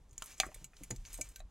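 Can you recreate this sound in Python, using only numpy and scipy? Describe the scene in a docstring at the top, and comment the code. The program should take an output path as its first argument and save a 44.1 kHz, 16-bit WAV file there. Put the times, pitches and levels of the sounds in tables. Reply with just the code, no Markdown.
"""Steel clicks and chatter, gritty scraping, wooden knocks and dull thuds, over bench rumble and room hiss.
Wire-twisting pliers spin on their spiral rod above a workbench, close to a two-port microphone.
Impulses ring decaying modes of steel, block and bench; the rod scraping through its nut adds rubbing noise.
Rumble and hiss are coloured noise; a short room tail surrounds the events, and the left port hears them late."""
import sys
import numpy as np
from scipy import signal
from scipy.fft import rfft, irfft
from scipy.io import wavfile
from scipy.ndimage import uniform_filter1d

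SR = 44100
rng = np.random.default_rng(int(sys.argv[2]) if len(sys.argv) > 2 else 0)


def waveform_to_disk(signal):
    """Save audio, clipped to [-1, 1], as 16-bit WAV at the path in sys.argv[1]."""
    frames = np.transpose(np.atleast_2d(signal))
    scaled = np.clip(frames, -1, 1) * 32767
    samples = np.round(scaled).astype(np.int16)
    wavfile.write(sys.argv[1], SR, samples)


def attenuation_scalar(level_db):
    """Turn a level in dB into a linear amplitude multiplier (20 dB per decade)."""
    decades = np.asarray(level_db, float) / 20
    return 10 ** decades


N = 66150  # samples, 1.5 s


def level(x, db):
    """Scale to an rms level."""
    return x * attenuation_scalar(db) / np.sqrt(np.mean(x ** 2))


def curve(rows):
    """Gain over time, interpolated in dB between (time_s, gain_db) rows."""
    rows = np.array(rows)
    return attenuation_scalar(np.interp(np.arange(N) / SR, rows[:, 0], rows[:, 1]))


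def coloured(points):
    """Noise of rms 1 with its spectrum drawn through (freq_hz, level_db) points."""
    points = np.array(points)
    freq_hz = np.arange(N // 2 + 1) * SR / N + 1e-3
    db = np.interp(np.log(freq_hz), np.log(points[:, 0]), points[:, 1], left=-90, right=-90)
    return level(irfft(rfft(rng.standard_normal(N)) * attenuation_scalar(db), N), 0)


def bandpass(x, hz, octaves):
    """Gentle band reaching the given octaves to either side of its centre."""
    edges = np.clip([hz * 2 ** -octaves, hz * 2 ** octaves], 50, 18000)
    return signal.sosfilt(signal.butter(2, edges, "band", fs=SR, output="sos"), x)


def highpass(x, hz):
    """Keep the treble above a corner frequency."""
    return signal.sosfilt(signal.butter(2, hz, "high", fs=SR, output="sos"), x)


def ring(modes, extra_db, size):
    """Exponentially decaying sine modes, each with a random sign and slight detune."""
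    pitch_hz, db, t60_s = np.array(modes).T[:, :, None]
    t = np.arange(size) / SR
    sign = np.sign(rng.standard_normal((len(modes), 1)))
    detuned_hz = pitch_hz * (1 + 0.0028 * rng.standard_normal((len(modes), 1)))
    decay = np.exp(-np.log(1000) * t / t60_s)
    gain = sign * attenuation_scalar(db + extra_db[:, None])
    return np.sum(gain * np.sin(2 * np.pi * detuned_hz * t) * decay, axis=0)


def add(out, start_s, x, peak_db):
    """Mix an event in at its time and peak level."""
    i = int(start_s * SR)
    out[i:i + len(x)] += (x * attenuation_scalar(peak_db) / np.max(np.abs(x)))[:N - i]


# spectrum of the room hiss, relative: freq_hz [Hz], level_db [dB per Hz]
HISS_SPECTRUM = [(71, -37.5), (120, -1), (454, -6), (592, -9.5), (1070, -10.5), (1260, -14), (1520, -18),
                 (10400, -29), (16000, -45)]
HISS_DB = -73.5  # rms


def room_hiss():
    """Steady noise, strongest in the low range and falling towards the treble."""
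    return attenuation_scalar(HISS_DB) * coloured(HISS_SPECTRUM)


# handling rumble in the bench: time_s [s], level_db [dB rms]
RUMBLE_LEVEL = [(0.0, -52), (0.09, -60), (0.142, -57), (0.232, -58), (0.266, -67), (0.346, -57),
                (0.38, -62), (0.434, -52), (0.526, -60), (0.558, -54), (0.73, -65), (0.91, -48),
                (0.93, -53), (0.998, -48), (1.09, -54), (1.186, -49), (1.24, -55), (1.306, -50),
                (1.362, -61), (1.408, -52), (1.454, -51), (1.5, -59)]
# spectrum of the rumble, relative: freq_hz [Hz], level_db [dB per Hz]
RUMBLE_SPECTRUM = [(12, -20), (24, 2.5), (38, 6.5), (60, -8), (90, -11.5), (150, -20.5), (300, -35.5),
                   (600, -55)]


def bench_rumble():
    """Handling shakes the bench: deep noise that swells and sinks."""
    return curve(RUMBLE_LEVEL) * coloured(RUMBLE_SPECTRUM)


def room(x):
    """Short diffuse tail of the workshop: decaying noise of unit energy after a 3 ms gap."""
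    t60_s = 0.1
    t = np.arange(int(.3 * SR)) / SR
    tail = rng.standard_normal(len(t)) * np.exp(-np.log(1000) * t / t60_s) * (t > .003)
    return signal.fftconvolve(x, tail / np.sqrt(np.sum(tail ** 2)))[:N]


def blows(rows, modes, scatter_db, grit_db, grit_s):
    """A push softened by its contact time rings wood, followed by a short gritty shake."""
    favour_gain_db, favour_oct = 12, .3
    out, t = np.zeros(N), np.arange(3000) / SR
    mode_hz = np.array(modes)[:, 0]
    for start_s, peak_db, contact_ms, favour_hz in rows:
        push = attenuation_scalar(grit_db) * rng.standard_normal(len(t)) * np.exp(-t / grit_s)
        push[0] = 1
        soft = (t * np.exp(-t * 1000 / max(contact_ms, .02)))[:900]
        favour_db = favour_gain_db * np.exp(-(np.log2(mode_hz / favour_hz) / favour_oct) ** 2)
        body = ring(modes, favour_db + scatter_db * rng.standard_normal(len(modes)), size=12000)
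        add(out, start_s, signal.fftconvolve(np.convolve(push, soft), body), peak_db)
    return out


# modes of the bench top: pitch_hz [Hz], level_db [dB, relative], t60_s [s]
BENCH_MODES = [(104, -9.5, 0.13), (129.6, -10, 0.19), (190, -0.5, 0.08), (271, 4.5, 0.053),
               (337, 1.5, 0.077), (520, 1, 0.03), (704, 8, 0.024), (900, 3, 0.052)]
# thuds: start_s [s], peak_db [dB], contact_ms [ms, push start to its peak], favour_hz [Hz]
BENCH_THUDS = [(.122, -52.5, 3.2, 122), (.434, -50, 0.46, 193), (.611, -51.5, 0.33, 133),
               (.809, -46, 0.51, 494), (.9045, -35.5, 0.37, 183), (.920, -49, 0.35, 190),
               (1.188, -41.5, 0.14, 520)]


def bench_thuds():
    """Mostly soft, long pushes ring the low modes of the bench top."""
    return blows(BENCH_THUDS, BENCH_MODES, scatter_db=4.0, grit_db=-20, grit_s=0.016)


# modes of the wooden block: pitch_hz [Hz], level_db [dB, relative], t60_s [s]
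BLOCK_MODES = [(385, -14, .03), (598.6, -4, 0.038), (774.6, -7.5, 0.039), (1080, -10.5, 0.032),
               (1280, 9, 0.01), (1950, 14.5, 0.0067), (2500, 7, 0.024), (3240, -7, .012)]
# knocks: start_s [s], peak_db [dB], contact_ms [ms, push start to its peak], favour_hz [Hz]
BLOCK_KNOCKS = [(.2218, -34.5, 0.02, 1280), (.4003, -23, 0.067, 780), (.4337, -26, 0.1, 1110),
                (.440, -43, 0.158, 791), (.4435, -51, 0.25, 1140), (.466, -38, 0.39, 503),
                (.488, -44.5, .2, 486), (.517, -50, 0.033, 2220), (.525, -64, 0.049, 2280),
                (.562, -50.5, 0.25, 680), (.734, -53.5, .03, 2200), (.9085, -37, 0.025, 2000),
                (1.052, -55, 0.2, 900), (1.403, -47, 0.1, 740)]


def block_knocks():
    """Short pushes ring the quickly damped modes of the wooden block."""
    return blows(BLOCK_KNOCKS, BLOCK_MODES, scatter_db=6.0, grit_db=-27, grit_s=0.012)


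# modes of the pliers' steel, also rung by the clicks: pitch_hz [Hz], level_db [dB, relative], t60_s [s]
STEEL_MODES = [(1560, -15.5, 0.086), (1952, -9, 0.03), (2280, -5, .04), (2320, -9.5, .085),
               (2530, -7, 0.024), (2935, -9, 0.052), (3218, -13.5, 0.028), (3937, -8, .04),
               (4300, -8.5, .03), (5184, -7.5, 0.026), (6020, -8.5, .03), (6385, -2.5, 0.036),
               (6830, 1, 0.019), (7200, -3.5, 0.026), (7740, -5.5, 0.036), (8300, -8.5, 0.037),
               (9170, -12.5, 0.033), (9850, -15.5, 0.016), (10400, -15, 0.037), (11100, -9.5, 0.036),
               (12300, -9.5, 0.033), (13600, -17, .03), (14900, -17, .03)]
SPLIT_HZ = 4700  # modes below this are weighted apart
# rod scraping through its nut: time_s [s], gain_db [dB]
SCRAPE_GAIN = [(0, -87), (.09, -88), (.17, -79), (.21, -69.5), (.25, -67.5), (.32, -60), (.36, -71),
               (.39, -66), (.45, -61.5), (.50, -73), (.56, -68.5), (.63, -72.5), (.68, -85), (.73, -82),
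               (.79, -69.5), (.86, -73), (.89, -75), (.95, -72.5), (1.0, -75.5), (1.04, -76.5),
               (1.06, -68.5), (1.10, -65.5), (1.14, -62), (1.17, -67.5), (1.25, -65), (1.30, -71),
               (1.345, -75.5), (1.40, -72.5), (1.43, -91), (1.5, -87)]
# spectrum of the rubbing noise, relative: freq_hz [Hz], level_db [dB per Hz]
RUB_SPECTRUM = [(150, -4.5), (400, -10.5), (1000, -6), (2400, -4), (4500, -8), (6800, -4), (11000, -11),
                (16000, -15.5)]


def scrape(spots=5):
    """Uneven slips at several contact spots ring the steel, over broad rubbing noise in gusts."""
    slips_per_s, spread_db = 790, 2  # all spots together; mean excess of a slip
    low_mode_db, rub_db, gust_db = -8, 4, 1.6
    low_db = (np.array(STEEL_MODES)[:, 0] < SPLIT_HZ) * low_mode_db
    rung = np.zeros(N)
    for _ in range(spots):
        chance, side, size = rng.random((3, N))
        slip_gain = np.sign(side - .5) * attenuation_scalar(-spread_db * np.log(size + 0.00046))
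        slips = (chance < slips_per_s / spots / SR) * slip_gain
        spot_db = low_db + 6 * rng.standard_normal(len(STEEL_MODES))
        rung += signal.fftconvolve(slips, ring(STEEL_MODES, spot_db, size=6000))[:N]
    # random steps of 500 samples, smoothed
    gust = uniform_filter1d(np.repeat(rng.standard_normal(N // 500 + 1), 500), 200)[:N]
    rub = attenuation_scalar(gust_db * gust) * coloured(RUB_SPECTRUM)
    return curve(SCRAPE_GAIN) * (level(rung, -1) + attenuation_scalar(rub_db) * rub)


# steel clicks: start_s [s], peak_db [dB], low_db [dB, weight of modes under the split],
# favour_hz [Hz], chatter_s [s, decay of the rebounds]
STEEL_CLICKS = [(0.0937, -58, -35, 6500, .006), (0.11, -54.5, -20, 6600, 0.011),
                (0.1296, -55.5, -6, 9170, 0.0065), (.1797, -29.5, -20, 7020, .003),
                (0.2227, -28.5, -9, 7200, 0.0032), (.2222, -34, 14.5, 3020, 0.0023),
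                (.240, -42, -38, 10400, 0.0066), (.2592, -38, -18, 9150, 0.0051),
                (.3200, -48, -4, 6340, .006), (.380, -44, -29, 7570, 0.0091),
                (.4004, -14, -3, 6680, 0.00097), (0.4007, -18.5, 5.5, 5470, 0.0017),
                (.4025, -22, 4.5, 2530, 0.0069), (.406, -27.5, -6.5, 1950, 0.0043),
                (.4084, -35, -15, 7400, 0.0081), (0.4566, -46, -20, 7800, 0.0053),
                (0.4648, -44, -18, 9100, 0.004), (0.5438, -44, -9, 8360, 0.012),
                (.5445, -41, -12, 11100, 0.0056), (0.6433, -34, -14, 7435, .008),
                (0.7675, -47, 4, 6060, .0035), (.8350, -35.5, -9.5, 9170, 0.0076),
                (.905, -37.5, -21, 9170, 0.0071), (0.9091, -28, -6, 6760, 0.0052),
                (0.9113, -33, -32, 6830, 0.0024), (0.9618, -41, -13, 6280, 0.0048),
                (1.0514, -43, 12, 7800, 0.0069), (1.059, -45, -27, 6150, 0.02),
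                (1.130, -37.5, -29, 9200, 0.017), (1.142, -34, -16, 8300, 0.0088),
                (1.145, -41.5, -2, 3840, .004), (1.1760, -41, -41, 8300, 0.0086),
                (1.1963, -49, -25, 10600, 0.0075), (1.2115, -27.5, -20, 7740, 0.0046),
                (1.2140, -31.5, -9, 2320, 0.0011), (1.2135, -28.5, -23, 6370, 0.0056),
                (1.242, -48, -22, 8350, 0.012), (1.2887, -44.5, -18, 8630, 0.015),
                (1.3595, -42, -19, 6150, 0.002), (1.3600, -41, 12, 4250, 0.0038),
                (1.3605, -38.5, -18, 12300, 0.0034), (1.361, -48.5, 7.5, 1560, 0.004),
                (1.393, -51, -13, 7260, 0.0041), (1.4033, -46, -2, 3830, 0.0024)]


def click_crack(favour_hz, low_db):
    """Brief noise of the contact: the favoured band, a low band and a sizzle on top."""
    decay_s, sizzle_db = 0.0015, -10
    burst = rng.standard_normal(6000) * np.exp(-np.arange(6000) / SR / decay_s)
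    crack = bandpass(burst, favour_hz, 0.47)
    crack = crack + attenuation_scalar(low_db + 10) * bandpass(burst, 3700, 0.82)
    return crack + attenuation_scalar(sizzle_db) * bandpass(burst, 11000, 0.48)


def clicks():
    """A first contact and a dying chatter of rebounds ring the steel; each spot favours other modes."""
    chatter_per_s, chatter_db = 3400, -6.5
    favour_gain_db, favour_oct, scatter_db = 15.5, 0.12, 2
    crack_db, ping_crack_db = 0.5, -14  # blows on the long handles ring cleaner
    out, t = np.zeros(N), np.arange(2048) / SR
    mode_hz = np.array(STEEL_MODES)[:, 0]
    for start_s, peak_db, low_db, favour_hz, chatter_s in STEEL_CLICKS:
        chance, size = rng.random((2, len(t)))
        rebounds = (chance < chatter_per_s / SR) * (2 * size - 1)
        push = rebounds * attenuation_scalar(chatter_db) * np.exp(-t / max(chatter_s, 3e-4))
        push[0] = 1
        favour_db = favour_gain_db * np.exp(-(np.log2(mode_hz / favour_hz) / favour_oct) ** 2)
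        extra_db = (mode_hz < SPLIT_HZ) * low_db + favour_db
        extra_db = extra_db + scatter_db * rng.standard_normal(len(mode_hz))
        body = ring(STEEL_MODES, extra_db, size=6000)
        crack_gain = attenuation_scalar(crack_db + ping_crack_db * (favour_hz < SPLIT_HZ))
        body = body / np.max(np.abs(body)) + crack_gain * click_crack(favour_hz, low_db)
        add(out, start_s, signal.fftconvolve(push, body), peak_db)
    return out


def two_ports(mid, near):
    """The left port hears the sound a little later; room treble and some hiss differ between ports."""
    lag_samples, room_apart_db, hiss_apart_db = 0.86, -24, -9
    turn = np.exp(-2j * np.pi * np.arange(N // 2 + 1) * lag_samples / N)
    late = irfft(rfft(mid) * turn, N)
    apart = attenuation_scalar(room_apart_db) * highpass(room(near), 7000)
    apart = apart + attenuation_scalar(hiss_apart_db) * bandpass(room_hiss(), 7000, 1.4)
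    return np.array([late + apart, mid - apart])


def scene():
    """Pliers, block and bench close to the microphone, with the room around them."""
    room_db = -15.5
    near = bench_thuds() + block_knocks() + scrape() + clicks()
    mid = near + attenuation_scalar(room_db) * room(near) + bench_rumble() + room_hiss()
    return two_ports(mid, near)


def low_pass(x):
    """Removes everything above the highest recorded frequency."""
    return signal.sosfilt(signal.butter(12, 16680, fs=SR, output="sos"), x)


def record(dry):
    """The recorder sums the bass of both ports and cuts the top."""
    mono_under_hz, top_hz = 450, 16300
    mid, side = (dry[0] + dry[1]) / 2, (dry[0] - dry[1]) / 2
    side = side - signal.sosfiltfilt(signal.butter(2, mono_under_hz, fs=SR, output="sos"), side)
    ports = np.array([mid + side, mid - side])
    mix = signal.sosfilt(signal.ellip(8, .2, 70, top_hz, fs=SR, output="sos"), ports)
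    return low_pass(mix)


dry = scene()
out = record(dry)
waveform_to_disk(out)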